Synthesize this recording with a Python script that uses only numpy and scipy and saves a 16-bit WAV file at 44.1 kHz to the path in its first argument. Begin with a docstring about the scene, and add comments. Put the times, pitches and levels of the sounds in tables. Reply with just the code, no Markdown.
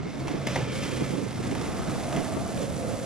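"""In a car park, a skateboard rolls towards the listener: wheels on grit rasp and hiss, then growl on asphalt.
The growl, grit ringing two narrow resonances, shifts between them and settles on the lower as the board turns.
Joints and stones clack as noise bursts through the board's ringing modes, and axle drops knock the deck.
Wind, as lumpy shaped noise, buffets both microphone ports; a far bird chirps once as a gliding sine,
and a distant engine drones underneath as one wavering sine."""
import sys
import numpy as np
from scipy import signal
from scipy.fft import rfft, irfft
from scipy.io import wavfile
from scipy.ndimage import uniform_filter1d

SR = 44100
rng = np.random.default_rng(int(sys.argv[2]) if len(sys.argv) > 2 else 0)


def pcm_store(signal):
    """Save signal as 16-bit PCM."""
    levels = np.round(np.clip(np.atleast_2d(signal), -1, 1) * 32767)
    wavfile.write(sys.argv[1], SR, levels.astype(np.int16).T)


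N = 134505
TIME = np.arange(N) / SR  # s
FREQS = np.maximum(np.arange(N // 2 + 1) * SR / N, 1)  # Hz

# grit under the wheels: impacts per second, spread of their sizes in dB
FINE_GRAINS_PER_S, COARSE_GRAINS_PER_S, GRAIN_SPREAD_DB = 3000, 2400, 2


def from_db(db):
    """Decibels to gain."""
    return 10 ** (np.asarray(db) / 20)


def rms_one(x):
    """Scale to unit power."""
    return x / np.sqrt(np.mean(x ** 2) + 1e-20)


def in_time(rows):
    """Each column of a curve, per sample."""
    s, *columns = np.transpose(rows)
    return [np.interp(TIME, s, c) for c in columns]


def in_frequency(rows):
    """Each column of a spectrum, per frequency bin, interpolated along log frequency."""
    hz, *columns = np.transpose(rows)
    return [np.interp(np.log(FREQS), np.log(hz), c) for c in columns]


def colour(x, spectrum, tilt_db=0):
    """Give a signal a spectrum and a tilt in dB per octave; unit power."""
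    gain_db = in_frequency(spectrum)[0] + tilt_db * np.log2(FREQS)
    return rms_one(irfft(rfft(x) * from_db(gain_db), N))


def drift(rate_hz):
    """Slow random motion with spread 1, weakening above the given rate."""
    weights = (FREQS > 2) / (1 + (FREQS / rate_hz) ** 2)
    return rms_one(irfft(rfft(rng.standard_normal(N)) * weights, N))


def grit(per_s, spread_db):
    """Random tiny impacts of uneven size and either sign."""
    sizes = from_db(spread_db * np.minimum(rng.exponential(1, N), 4))
    return sizes * rng.choice([-1, 1], N) * (rng.random(N) < per_s / SR)


def resonate(x, hz, width_hz):
    """Two-pole resonance whose centre may move, retuned every 256 samples; gain 1 on top."""
    out, state, size = np.zeros(N), np.zeros(2), 256
    r, hz = np.exp(-np.pi * width_hz / SR), np.broadcast_to(hz, N)
    for i in range(0, N, size):
        poles = [1, -2 * r * np.cos(2 * np.pi * hz[i] / SR), r * r]
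        out[i:i + size], state = signal.lfilter([1, 0, -1], poles, x[i:i + size], zi=state)
    return out * (1 - r * r) / 2


def rolling():
    """Grit under the wheels: rasp and hiss share the jolts of uneven contact, over road rumble and growl."""
    # growl of the wheels on asphalt: t/s, upper resonance level/dB, lower resonance level/dB
    growl_levels = [(0, -55, -56), (.5, -44.5, -43), (.68, -61, -44.5), (1.05, -62, -42), (1.33, -57, -52),
                    (1.6, -50, -51), (1.98, -43.5, -47.5), (2.15, -35.5, -44.5), (2.24, -41, -57),
                    (2.37, -38, -47), (2.53, -42.5, -49), (2.6, -48.5, -35), (2.73, -50.5, -42.5),
                    (2.84, -41.5, -35), (2.95, -45.5, -39.5), (3.05, -46, -37)]
    upper_db, lower_db = in_time(growl_levels)
    jolts_db = 1.34 * drift(41)
    wheels = rasp() * from_db(jolts_db) + hiss() * from_db(0.93 * jolts_db) + road()
    return wheels + growl(667.7, upper_db) + growl(523.7, lower_db)


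def rasp():
    """Coarse grit rattles the wheels and rings through the board."""
    # wheels rattling on the grit, before the overall lift: t/s, level/dB
    rasp_level = [(0, -51), (.22, -50), (.44, -49), (.51, -43), (.65, -46), (.85, -41.5), (1.05, -44.5),
                  (1.28, -48.5), (1.45, -47), (1.57, -46), (1.72, -48.5), (1.95, -46), (2.2, -49),
                  (2.48, -49.5), (2.6, -48), (2.75, -50.5), (3.05, -49.5)]
    # colour of the rattle before the board rings: f/Hz, relative level/dB
    rasp_spectrum = [(300, 1), (500, 3.5), (750, -8.5), (1300, 0.5), (1800, -2.5), (2400, -2), (3400, -5.5),
                     (4200, -5.5), (6000, -7.5), (8000, -12.5), (12000, -35)]
    rattle = colour(grit(COARSE_GRAINS_PER_S, GRAIN_SPREAD_DB), rasp_spectrum)
    lift_db = 3
    return rms_one(board(rattle)) * from_db(lift_db + in_time(rasp_level)[0])


def hiss():
    """Dense grains, 7000 per second, blur into a treble hiss."""
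    # treble hiss, before the overall lift: t/s, level/dB
    hiss_level = [(0, -88), (.09, -61), (.2, -55), (.45, -56), (.55, -51), (.67, -57), (.74, -45.5),
                  (.85, -46.5), (1.1, -47), (1.3, -51), (1.5, -49.5), (1.9, -46.5), (2.17, -45.5),
                  (2.42, -47), (2.6, -45), (2.75, -46.5), (3.05, -46)]
    # colour of the hiss: f/Hz, relative level/dB
    hiss_spectrum = [(1500, -18), (3000, -1), (5000, -1), (7000, 3.5), (9000, 3.5), (11000, 5),
                     (13000, -21.5)]
    lift_db = 1
    return colour(grit(7000, 3.5), hiss_spectrum) * from_db(lift_db + in_time(hiss_level)[0])


def road():
    """Fine grit, weighted to the lows and mids, makes the broad rumble of the road surface."""
    # road rumble: t/s, level/dB
    road_level = [(0, -48.5), (.3, -43.5), (.7, -53), (1.3, -46), (1.5, -42), (1.8, -37.5), (2.05, -40),
                  (2.17, -38), (2.3, -40.5), (2.7, -44.5), (3.05, -45)]
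    # colour of the rumble: f/Hz, relative level/dB
    road_spectrum = [(100, -2), (170, -1), (280, 2.5), (420, 0), (750, 2), (950, -3), (1250, -3.5),
                     (1600, -9), (3000, -19.5), (6000, -25)]
    rumble = colour(grit(FINE_GRAINS_PER_S, GRAIN_SPREAD_DB), road_spectrum)
    return rumble * from_db(in_time(road_level)[0])


def growl(centre_hz, db):
    """Grit drives one narrow resonance that wanders a little in pitch and holds a fairly even level."""
    width_hz, wander_hz, wander_rate_hz = 48, 15, 12
    hz = centre_hz + wander_hz * drift(wander_rate_hz)
    ring = resonate(grit(FINE_GRAINS_PER_S, GRAIN_SPREAD_DB), hz, width_hz)
    ring = resonate(ring, hz, width_hz * 5)
    power = uniform_filter1d(rms_one(ring) ** 2, size=1500)  # over about 34 ms
    return rms_one(ring / np.sqrt(power + 0.092)) * from_db(0.5 + db)


def board(x):
    """Contact noise plus the ringing it excites in trucks and deck."""
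    # ringing of trucks and deck, before a 3 dB cut: f/Hz, width/Hz, level/dB
    board_modes = [(500, 52, -6), (870, 160, 3.5), (1190, 180, 0), (1730, 77, 1.5), (2066, 120, 4.5),
                   (2360, 47, -7), (2630, 86, -5), (3210, 59, -7), (3500, 200, -2), (5230, 410, -8)]
    return x + sum(from_db(db - 3) * resonate(x, hz, width) for hz, width, db in board_modes)


def clacks():
    """Each strike is a hard crack and a short crunch with a rattling tail, rung through the board."""
    # wheels strike joints and stones, before the overall trim:
    # t/s, level/dB, treble tilt/dB per octave, hardness of the contact/dB
    strikes = [(0.102, -44, 2, -5), (0.273, -36.5, 3.5, -10), (0.2806, -28, -2, -18), (0.355, -44, -8, -14),
               (0.468, -32, 3, -3), (0.4711, -25.5, 3, -4), (0.4737, -39, -6, -10), (0.556, -33, 2, -22),
               (0.561, -26, -3, -22), (.576, -29, -4.5, -11), (0.754, -33, 4, -7), (0.824, -33, 3.5, -8),
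               (.97, -34, -6, -7), (1.513, -33.5, 6.5, -11), (1.551, -35, 2.5, -8), (1.613, -35, 3, -6),
               (2.127, -30.5, -2, -14), (2.148, -36, -3, -11), (2.163, -33, 3, -14), (2.171, -32, -6, -12),
               (2.576, -33.5, -2, -6), (2.827, -36, -5.5, -4)]
    # colour of the crunch before its tilt: f/Hz, relative level/dB
    crunch_spectrum = [(150, -14), (500, 9), (900, 0.5), (1500, -2), (2150, 0), (3000, 0), (4200, -9),
                       (6000, -6), (8000, -13.5), (12000, -13.5)]
    # colour of the instant of contact: f/Hz, relative level/dB
    crack_spectrum = [(500, 16), (2000, -34), (5500, 6), (8000, 15), (12000, -22)]
    # tilt of the dullest and of the brightest crunch: dB per octave
    crunch_tilts = (-3.5, 2)
    crunch_decay_s, tail_decay_s, tail_db = 0.0029, 0.097, -13.5
    crack_decay_s, crack_db = 0.00037, 5.5
    noises = rng.standard_normal((2, N))
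    dull, bright = (colour(noise, crunch_spectrum, tilt) for noise, tilt in zip(noises, crunch_tilts))
    crack = colour(rng.standard_normal(N), crack_spectrum)
    out = np.zeros(N)
    for s, db, tilt_db, hard_db in strikes:
        start = int(s * SR)
        span = slice(start, start + SR // 5)
        age = TIME[span] - TIME[span][0]
        share = np.interp(tilt_db, crunch_tilts, (0, 1))  # of the bright crunch
        crunch = np.sqrt(1 - share) * dull[span] + np.sqrt(share) * bright[span]
        envelope = np.exp(-age / crunch_decay_s) + from_db(tail_db) * np.exp(-age / tail_decay_s)
        contact = crack[span] * from_db(crack_db + hard_db) * np.exp(-age / crack_decay_s)
        out[span] += from_db(db) * (crunch * envelope + contact)
    return from_db(-2) * board(out)


def knocks():
    """The axles drop into joints; each blow sets the deck's few broad modes ringing, quickly damped."""
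    # axle drops: t/s, level/dB
    drops = [(.2808, -34), (.354, -33), (.4722, -28), (.5594, -18), (.5646, -19)]
    # the deck's hollow knock: f/Hz, width/Hz, level/dB
    deck_modes = [(515, 130, -2.5), (870, 370, 0), (1530, 310, -5), (2040, 235, 0)]
    s, db = np.transpose(drops)
    blows = np.zeros(N)
    blows[(s * SR).astype(int)] = from_db(db)
    out = np.zeros(N)
    for k, (hz, width, mode_db) in enumerate(deck_modes):
        to_unit_peak = SR / (2 * np.pi * width)
        ring = resonate(blows + 1e-18, hz, width) * to_unit_peak
        out += (-1) ** k * from_db(mode_db) * ring  # neighbouring modes have opposite sign
    return out


def trucks():
    """Coarse grit on the rough stretch sets the metal trucks ringing; the ring wanders, swells and fades."""
    # ringing of the trucks, about wandering centres: f/Hz, width/Hz, level/dB
    truck_modes = [(2354, 175, 1), (2740, 160, -4.5), (3170, 135, -2)]
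    peak_s, swell_s, level_db, wander_hz = .82, 0.35, -45.5, 45
    shake = grit(COARSE_GRAINS_PER_S, GRAIN_SPREAD_DB)
    ring = np.zeros(N)
    for centre_hz, width, db in truck_modes:
        hz = centre_hz + wander_hz * drift(6)
        ring += from_db(db) * resonate(resonate(shake, hz, width), hz, width * 5)
    swell = np.exp(-((TIME - peak_s) / swell_s) ** 2)
    return rms_one(ring) * from_db(level_db) * swell


def whine():
    """A thin ring, perhaps a bearing: noise through a narrow resonance, fading out early on."""
    hz, width_hz, level_db, end_s = 2155, 51, -56, .42
    ring = resonate(resonate(rng.standard_normal(N), hz, width_hz), hz, width_hz * 10)
    fade = np.clip((end_s - TIME) * 10, 0, 1)  # over the last 0.1 s
    return rms_one(ring) * from_db(level_db) * fade


def at_ports(direct, scattered):
    """Direct sound reaches the right port first; scatter from ground and walls differs between the ports."""
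    # phase between the microphone ports: f/Hz, left lead/radians
    port_lead = [(100, 0), (700, -.15), (1000, -.33), (2300, -.42), (3800, -.78), (5200, -.93),
                 (6500, -1.4), (8000, -2.0), (10000, -2.6), (11700, -3.1)]
    # how the two ports hear the board: f/Hz, left minus right level/dB, diffuse share level/dB
    port_response = [(100, -4.5, -25), (1010, -1, -10.5), (2340, 0, -11), (5170, -1, -6.5),
                     (8240, -2, -12.5), (11300, -1, -9.5)]
    lead, = in_frequency(port_lead)
    balance_db, scatter_db = in_frequency(port_response)
    side = np.array([[1], [-1]])  # left, right
    heard = rfft(direct) * np.exp(.5j * side * lead) + rfft(scattered) * from_db(scatter_db)
    return irfft(heard * from_db(side * balance_db / 2), N)


def wind():
    """Lumpy turbulence, partly common to both ports; a brighter buffeting grows faster than the gusts."""
    # gusts at the left port, before its trim: t/s, level/dB
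    gust_left = [(0, -32), (.07, -43), (.14, -34), (.34, -33.5), (.41, -38.5), (.58, -33), (.75, -33),
                 (1.0, -35), (1.27, -41.5), (1.4, -31.5), (1.72, -33), (1.95, -31), (2.18, -36.5),
                 (2.26, -39.5), (2.38, -31), (2.502, -33), (2.599, -32.5), (3.05, -36.5)]
    # gusts at the right port, before its trim: t/s, level/dB
    gust_right = [(0, -28), (.13, -34.5), (.27, -27), (.32, -27), (.4, -29.5), (.52, -30.5), (.59, -30.5),
                  (.66, -29.5), (0.961, -27), (1.03, -28), (1.08, -30.5), (1.13, -29), (1.23, -30),
                  (1.34, -32), (1.48, -28), (1.601, -25.5), (1.72, -30.5), (1.87, -27.5), (2.101, -30.5),
                  (2.19, -29.5), (2.27, -28), (2.55, -28.5), (2.72, -28.5), (2.9, -27), (3.05, -30.5)]
    # trim of each port, left then right: level/dB, tilt/dB per octave
    port_trims = [(-0.43, -1.4), (-2.3, 0.73)]
    # pressure common to both ports: f/Hz, level/dB
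    shared_wind = [(25, -19), (130, -8), (260, -9), (1000, -20)]
    # colour of the turbulence before the tilt: f/Hz, relative level/dB
    wind_spectrum = [(20, -45), (33, -38), (50, -11.5), (80, -3.5), (130, -0.5), (200, -1.5), (300, -3.5),
                     (450, -16.5), (700, -19), (1200, -28), (2500, -36.5), (6000, -66)]
    # colour of the buffeting: f/Hz, relative level/dB
    buffet_spectrum = [(100, -28), (200, -8.5), (300, 3.5), (450, 3.5), (700, -22.5), (1200, -13.5),
                       (2500, -25), (6000, -62)]
    buffet_db, strong_gust_db = -8.5, -29  # buffeting relative to the gust, when the gust is this strong
    buffet_growth = 0.5  # extra dB per dB of gust
    left, right, common = (rng.standard_normal(N) * from_db(2 * drift(110)) for _ in range(3))
    common = irfft(rfft(common) * from_db(in_frequency(shared_wind)[0]), N)
    out = []
    for own, gust, (db, tilt_db) in zip((left, right), (gust_left, gust_right), port_trims):
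        gust_db, = in_time(gust)
        turbulence = colour(own + common, wind_spectrum, tilt_db)
        buffet = colour(rng.standard_normal(N) * from_db(5.9 * drift(31)), buffet_spectrum)
        buffet = buffet * from_db(buffet_db + buffet_growth * (gust_db - strong_gust_db))
        out.append((turbulence + buffet) * from_db(db + gust_db))
    return np.array(out)


def slaps():
    """Single eddies swell and die at the ports as dull puffs of noise."""
    # eddies slapping the ports: t/s, length/s, level/dB, left minus right level/dB
    eddies = [(0.07, 0.03, -33.5, 2), (0.313, 0.019, -36, -19), (0.349, 0.016, -26, -2.5),
              (0.47, 0.0099, -29, 10), (0.583, 0.029, -32.5, 1), (1.01, 0.019, -28.5, 1),
              (1.028, 0.022, -29, -8), (1.105, 0.016, -33, -12), (1.142, 0.025, -28, -8),
              (1.192, 0.026, -31, -15), (1.227, 0.018, -29.5, -10.5), (1.265, 0.016, -32, -7),
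              (1.523, 0.011, -26, -4), (1.612, 0.026, -35, -5), (1.896, .016, -32, -5),
              (2.178, 0.036, -28, -6), (2.213, .03, -36, -11)]
    # colour of a puff: f/Hz, relative level/dB
    puff_spectrum = [(80, -37), (170, 4.5), (280, 2), (430, -1), (650, -15), (1200, -24.5), (4000, -49)]
    out = np.zeros((2, N))
    puffs = np.array([colour(noise, puff_spectrum) for noise in rng.standard_normal((2, N))])
    for s, length_s, db, pan_db in eddies:
        swell = np.exp(-2 * ((TIME - s) / length_s) ** 2)
        strength = np.sqrt(puffs ** 2 @ swell ** 2 / np.sum(swell ** 2))  # evens out the noise's own level
        port_db = db + np.array([.5, -.5]) * pan_db
        out += puffs * swell * (from_db(port_db) / strength)[:, None]
    return out


def bird():
    """A far bird's single chirp: a thin sine whistle that rises and falls."""
    # the chirp: t/s, f/Hz, level/dB
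    chirp = [(.185, 3600, -72), (.2, 3950, -56), (.218, 4650, -51), (.228, 4200, -60), (.24, 3700, -70)]
    hz, db = in_time(chirp)
    whistle = np.sin(2 * np.pi * np.cumsum(hz) / SR)
    return whistle * from_db(db) * (TIME > chirp[0][0]) * (TIME < chirp[-1][0])


def engine():
    """One low sine note from far traffic, wavering in pitch and level."""
    # the distant engine, before its wavers and lift: t/s, f/Hz, level/dB
    drone = [(0, 136.5, -48.5), (.25, 136.3, -40.5), (.42, 139.4, -40), (.58, 127.5, -31.5),
             (.75, 133, -44.5), (1.1, 132.6, -33.5), (1.22, 127.6, -46), (1.35, 126.3, -42),
             (1.6, 136, -38.5), (1.8, 136.9, -48), (2.15, 140, -40), (2.4, 134.3, -54), (3.05, 135, -74)]
    hz, db = in_time(drone)
    waver_hz = 5 * drift(45)
    phase = 2 * np.pi * np.cumsum(hz + waver_hz) / SR
    waver_db = 2.5 * drift(24)
    return np.sqrt(2) * np.sin(phase) * from_db(db + 0.5 + waver_db)


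def scene():
    """Board and bird as the ports hear them, with wind at the ports and the far engine equal in both."""
    # one direct take of the rolling board, and an independent one scattered to each port
    direct, *scattered = (rolling() + clacks() + whine() for _ in range(3))
    direct = direct + knocks() + trucks() + bird()
    return at_ports(direct, np.array(scattered)) + wind() + slaps() + engine()


def record(dry):
    """The recorder cuts the top steeply above 11.8 kHz."""
    steep_cut = signal.ellip(10, .2, 80, 11800, fs=SR, output="sos")  # ripple 0.2 dB, floor -80 dB
    return signal.sosfilt(steep_cut, dry)


dry = scene()
out = record(dry)
pcm_store(out)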